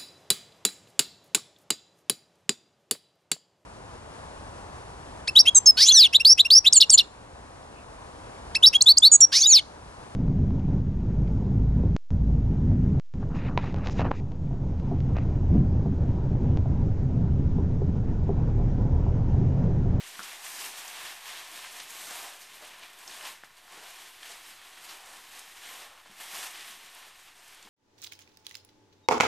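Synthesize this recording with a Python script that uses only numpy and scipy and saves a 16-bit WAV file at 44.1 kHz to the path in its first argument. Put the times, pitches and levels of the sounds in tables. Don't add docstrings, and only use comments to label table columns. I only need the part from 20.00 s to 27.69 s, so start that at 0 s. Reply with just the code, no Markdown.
import sys
import numpy as np
from scipy import signal
from scipy.fft import rfft, irfft
from scipy.io import wavfile
from scipy.ndimage import uniform_filter1d

SR = 44100
rng = np.random.default_rng(int(sys.argv[2]) if len(sys.argv) > 2 else 0)


def ratio(d):
    e = np.asarray(d, float) / 20
    return 10 ** e


def unload_audio(sound):
    columns = np.transpose(np.atleast_2d(sound))
    steps = np.round(np.clip(columns, -1, 1) * 32767)
    wavfile.write(sys.argv[1], SR, steps.astype(np.int16))


N = 339129
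CALM_DB = -55


def colour(x, points):
    hz, db = np.transpose(points)
    f = np.maximum(np.fft.rfftfreq(len(x), 1 / SR), 1)
    level_db = np.interp(np.log(f), np.log(hz), db)
    y = irfft(rfft(x) * ratio(level_db), len(x))
    return y / np.sqrt(np.mean(y ** 2))


def band(x, edge_hz, kind, order=6):
    y = signal.sosfilt(signal.butter(order, edge_hz, kind, fs=SR, output="sos"), x)
    return y / np.sqrt(np.mean(y ** 2))


def walk(rate_hz):
    hold = int(SR / rate_hz)
    steps = np.repeat(rng.standard_normal(N // hold + 1), hold)
    return 0.54 * uniform_filter1d(uniform_filter1d(steps, hold), hold)[:N]


def moves(table, t, rise_s, fade_s):
    start_s, hold_s, db, fur_db = np.transpose(table)[:, :, None]
    fading_s = np.maximum(t - start_s - rise_s - hold_s, 0)
    shape = np.clip((t - start_s) / rise_s, 0, 1) * np.exp(-fading_s / fade_s)
    return np.sum((shape * ratio([db, db + fur_db])) ** 2, axis=1)


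def effort():
    # (time [s], rubbing level [dB])
    restless = [(0.0, -48.5), (0.9, -50), (1.5, -48.5), (2.5, -52), (2.96, -58), (3.42, -63), (3.62, -56.5),
                (4.2, -53), (5.2, -53), (6.0, -58.0), (6.9, -52), (7.35, -59.5), (7.69, -57.5)]
    # (start [s], hold [s], level [dB], fine fur relative to it [dB])
    wriggles = [(0.015, 0.002, -57, 6.5), (0.121, 0.15, -51, -2), (0.382, 0.24, -45.5, -1),
                (0.675, 0.17, -47, -4.5), (0.892, 0.14, -45, -5), (1.209, 0.12, -46.5, -4.4),
                (1.482, 0.119, -48.5, -3), (1.719, 0.0049, -47, -1.5), (1.939, 0.052, -44.5, -2),
                (2.056, 0.15, -43.5, -3.9), (2.578, 0.26, -56, -9), (2.935, 0.091, -52, -5),
                (3.036, 0.1, -47, -4.2), (3.195, 0.0036, -41.5, -5), (3.661, 0.15, -50, -7),
                (3.828, 0.173, -53.6, -2.5), (4.181, 0.103, -49.5, -4.1), (4.39, 0.033, -53, -2.5),
                (4.592, 0.212, -58.4, -7.9), (4.835, 0.031, -49, -5), (5.002, 0.098, -55, -2),
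                (5.264, 0.181, -53.5, -3.5), (5.592, 0.16, -47, -5), (6.142, 0.11, -47, -3.2),
                (6.286, 0.1, -42, -3), (6.482, 0.07, -46.5, -5.5), (6.631, 0.025, -50, -3),
                (6.896, 0.026, -54, -4), (7.131, 0.051, -63.8, 2.5), (7.321, 0.16, -59.5, -1.5)]
    # (start [s], hold [s], level [dB], fine fur relative to it [dB])
    jerks = [(0.168, 0.0027, -57, -14.0), (0.21, 0.021, -54, -4), (0.578, 0.012, -46, 1.5),
             (0.632, 0.0023, -45.5, 0), (0.754, 0.01, -49.5, 2.5), (0.856, 0.009, -56, 4.0),
             (1.693, 0.0037, -60.5, 8), (1.871, 0.051, -50, -1), (2.39, 0.0048, -54.5, 2.5),
             (2.522, 0.0086, -53.5, -3), (2.588, 0.065, -55.2, -2), (2.685, 0.00029, -54, -7.0),
             (2.799, 0.03, -50, -10), (2.903, 0.0046, -72, 6.5), (3.416, 0.008, -57, -5),
             (3.553, 0, -62, -1), (4.278, 0.0087, -50.5, 0.5), (4.744, 0.009, -57, -5),
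             (4.795, 0.028, -53.5, -0.5), (5.334, 0.038, -55.5, -1.4), (5.531, 0.064, -54, -3),
             (5.887, 0.0035, -63, -14.0), (5.947, 0.03, -59, -19), (6.027, 0.01, -57.1, -11.5),
             (6.101, 0.01, -57, -5), (7.04, 0.013, -57.5, -4), (7.245, 0.017, -56, -14.0),
             (7.599, 0.0091, -57.9, -11)]
    t = np.arange(0, N / SR, .002)
    rest_db = np.interp(t, *np.transpose(restless))
    rest_fur_db = rest_db - 6.5 + 0.21 * (rest_db - CALM_DB)
    power = ratio([rest_db, rest_fur_db]) ** 2
    power = power + moves(wriggles, t, rise_s=0.071, fade_s=0.066)
    power = power + moves(jerks, t, rise_s=0.032, fade_s=0.022)
    return [np.interp(np.arange(N) / SR, t, 10 * np.log10(p)) for p in power]


def tugs(per_s, fade_s):
    kicks = (rng.random(N) < per_s / SR) * rng.random(N)
    y = signal.lfilter([1], [1, -np.exp(-1 / (fade_s * SR))], kicks)
    return (y - y.mean()) / y.std()


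def fibres(per_s, scatter_db, bed_db):
    # (frequency [Hz], level [dB per Hz])
    blanket_tone = [(60, -40), (100, -23.5), (260, -13), (380, -6), (495, -10), (620, -6), (735, -3.5),
                    (1060, -2.5), (1270, -5), (1800, -1.5), (3250, -1.5), (5200, -6), (8400, -6),
                    (14000, -7.5)]
    slips = rng.random(N) < per_s / SR
    sizes = ratio(scatter_db * np.minimum(rng.exponential(size=N), 3))
    snaps = slips * np.clip(rng.standard_normal(N), -2.5, 2.5) * sizes
    snaps = snaps / np.sqrt(np.mean(snaps ** 2))
    return colour(snaps + ratio(bed_db) * rng.standard_normal(N), blanket_tone)


def blanket():
    drag_top_hz, fur_low_hz, sheen_low_hz = 500, 4700, 9700
    rub_db, fur_db = effort()
    drag_db = rub_db - 18 - 0.27 * (rub_db - CALM_DB)
    grip_db = -.6 + .5 * walk(22.46) + 0.22 * walk(70) + .65 * tugs(40, 0.0096)

    coarse = fibres(3000, 2.0, 6.5)
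    fine = fibres(5000, 1.2, 2.4)
    heavy = fibres(800, 4.1, 1.7)
    brush = 0.5 * coarse[::-1] + fine

    drag = band(heavy, drag_top_hz, "lowpass") * ratio(drag_db + 4.1 * walk(14))
    rub = band(coarse, (drag_top_hz, fur_low_hz), "bandpass", order=3)
    rub = rub * ratio(rub_db - 0.1 + 0.85 * walk(19))
    low = signal.sosfilt(signal.butter(2, 1700, fs=SR, output="sos"), rub)
    rub = low * ratio(3.3 * walk(10)) + (rub - low) * ratio(1.03 * walk(15))
    fur = band(brush, (fur_low_hz, sheen_low_hz), "bandpass", order=3)
    fur = fur * ratio(fur_db + 0.1 + 0.58 * walk(25))
    sheen = band(fine[::-1], sheen_low_hz, "highpass", order=3)
    sheen = sheen * ratio(fur_db + 1 + 3.6 * walk(45))
    return ratio(grip_db) * (drag + rub + fur + sheen)


def rumble_and_hiss():
    # (frequency [Hz], level [dB per Hz])
    air_tone = [(20, 3.5), (60, -1), (150, -5), (400, -11.5), (1500, 2.5), (5000, -19.5), (14000, -11.5)]
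    return ratio(-64.5) * colour(rng.standard_normal(N), air_tone)


def hits(table, rise_s, scrape, width):
    out, t = np.zeros(N + SR // 4), np.arange(SR // 4) / SR
    for s, peak_db, hz, t60_s in table:
        fade = (1 - np.exp(-t / rise_s)) * np.exp(-np.log(1000) * t / t60_s)
        edges_hz = hz / (1 + width), hz * (1 + width)
        scrape_band = signal.butter(2, edges_hz, "bandpass", fs=SR, output="sos")
        grit = signal.sosfilt(scrape_band, rng.standard_normal(len(t)))
        blow = fade * (np.sin(2 * np.pi * hz * t) + scrape * grit / grit.std())
        i = int(s * SR)
        out[i:i + len(t)] += ratio(peak_db) * blow / np.abs(blow).max()
    return out[:N]


def ringing(table, t60_s):
    return [(*row, t60_s) for row in table]


def knocks():
    # (time [s], peak [dB], pitch [Hz])
    raps = [(.151, -36, 2600), (.228, -36, 3840), (.464, -34, 2300), (.589, -35, 3000), (.639, -32.5, 2680),
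            (.662, -34, 2180), (1.119, -42, 2260), (1.277, -34, 2690), (1.59, -39, 1940),
            (1.645, -34, 1870), (1.799, -32.5, 3500), (2.407, -49, 2860), (2.829, -40, 2710),
            (2.833, -36, 2390), (2.844, -47, 2530), (3.096, -38, 3000), (3.208, -32, 1740),
            (3.251, -31, 3400), (3.504, -46.5, 1260), (3.677, -47, 1800), (4.229, -36.5, 2460),
            (4.356, -43, 1050), (4.773, -40, 1840), (4.886, -42, 3000), (5.333, -50, 1770),
            (5.975, -47, 1860), (6.057, -46, 816), (7.649, -47, 3570), (7.672, -44, 1080)]
    return hits(ringing(raps, t60_s=0.021), rise_s=.001, scrape=2, width=.6)


def floorboards():
    # (time [s], peak [dB], pitch [Hz], t60 [s])
    landings = [(0.19, -52, 205, 0.091), (0.6, -67, 229, 0.08), (1.038, -62, 91.5, 0.08),
                (2.607, -82, 206, 0.08), (3.298, -61, 212, 0.052), (3.435, -63, 127, 0.1),
                (3.509, -68, 118, 0.08), (6.096, -55.5, 198, 0.063), (6.325, -62, 198, 0.08),
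                (6.693, -61, 212, 0.061), (7.647, -60, 215, 0.099)]
    return hits(landings, rise_s=0.0025, scrape=0.46, width=0.99)


def hard_ball():
    # (time [s], peak [dB], pitch [Hz], t60 [s])
    contacts = [
        (.1932, -26, 1400, .009),
        (.1932, -40, 2400, .004),
        (.1950, -41, 1250, .03),
        (3.0775, -35, 5350, .012),
        (3.0776, -37, 6300, .01),
        (.2030, -34, 1400, .03),
        (3.4359, -33.5, 1600, .005),
        (3.4361, -41, 900, .009),
    ]
    return -hits(contacts, rise_s=.0002, scrape=.15, width=1)


def thuds():
    # (time [s], peak [dB], pitch [Hz], t60 [s])
    paws = [
        (0.194, -46, 420, 0.08),
        (2.606, -46, 790, 0.034),
        (2.622, -42.5, 610, 0.062),
        (3.725, -50, 720, 0.06),
        (3.772, -49, 450, 0.037),
        (4.295, -44.5, 683, 0.15),
        (5.364, -53, 483, 0.049),
        (7.068, -49.5, 635, 0.038),
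        (7.65, -53, 404, 0.082),
    ]
    return hits(paws, rise_s=0.0046, scrape=0.7, width=1.0)


def ticks():
    # (time [s], peak [dB], pitch [Hz])
    taps = [(.2312, -32, 6300), (.4529, -34, 7450), (.464, -42, 6300), (.8776, -30.5, 5900),
            (1.514, -40, 7500), (1.9035, -35, 7470), (2.14, -40, 6930), (2.4169, -42, 5490),
            (2.6494, -42, 8350), (2.7921, -45, 8520), (2.9307, -47, 7710), (2.987, -39.5, 8280),
            (3.0765, -38, 4960), (3.248, -37, 4900), (3.4436, -48, 6260), (3.7214, -43, 7000),
            (4.889, -43, 4500), (5.0584, -42, 8490), (5.3194, -44, 6330), (5.3908, -35, 8200),
            (6.9474, -40, 9640), (7.4784, -43, 7590), (7.5453, -46, 8720), (7.6256, -43, 5950)]
    return hits(ringing(taps, t60_s=0.02), rise_s=0.0004, scrape=2, width=.4)


def strokes():
    # (time [s], peak [dB], pitch [Hz], t60 [s])
    sweeps = [(.61, -40, 2200, .15), (1.0, -41, 1490, .25), (1.04, -43, 4500, 0.25), (2.2, -60, 1120, 0.19),
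              (2.71, -49, 1770, .12), (3.11, -44, 2800, .15), (3.26, -45, 2400, 0.16),
              (3.27, -57, 910, 0.092), (4.3, -51, 1510, 0.18), (4.885, -40, 3300, 0.22),
              (4.89, -45.5, 1100, 0.17), (5.7, -46, 790, 0.34), (5.78, -46.5, 880, 1),
              (6.33, -46, 880, 0.4), (6.42, -42, 1100, 0.18)]
    return hits(sweeps, rise_s=0.0053, scrape=30, width=0.6)


def room(x, wet_db):
    t60_s, first_wall_s = 0.29, .006
    t = np.arange(SR // 2) / SR
    tail = rng.standard_normal(len(t)) * np.exp(-np.log(1000) * t / t60_s) * (t > first_wall_s)
    tail = band(tail, 9000, "lowpass") / np.sqrt(len(t))
    return x + ratio(wet_db) * signal.fftconvolve(x, tail)[:N]


def scene():
    cloth = room(blanket(), wet_db=-19)
    sharp = np.roll(knocks() + ticks(), int(.0009 * SR))
    floor = sharp + floorboards() + hard_ball() + thuds() + strokes()
    mono = cloth + room(floor, wet_db=-10) + rumble_and_hiss()
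    return np.array([mono, mono])


def band_limit(x):
    return signal.sosfilt(signal.butter(12, 14000, fs=SR, output="sos"), x)


def record(dry):
    # (frequency [Hz], width [Hz], lift [dB])
    nooks = [(195, 32, 2.5), (302, 55, 1.5), (387, 180, -1.5), (544, 22, -0.5), (727, 39, 3),
             (1080, 120, 2.5), (1783, 42, 3.5), (2070, 130, 0)]
    top_hz, offset = 14000, -.0004
    f = np.fft.rfftfreq(N, 1 / SR)
    lift_db = sum(db / (1 + (2 * (f - hz) / width) ** 2) for hz, width, db in nooks)
    heard = irfft(rfft(dry) * ratio(lift_db) * (f < top_hz), N)
    return band_limit(heard + offset)


dry = scene()
out = record(dry)
unload_audio(out)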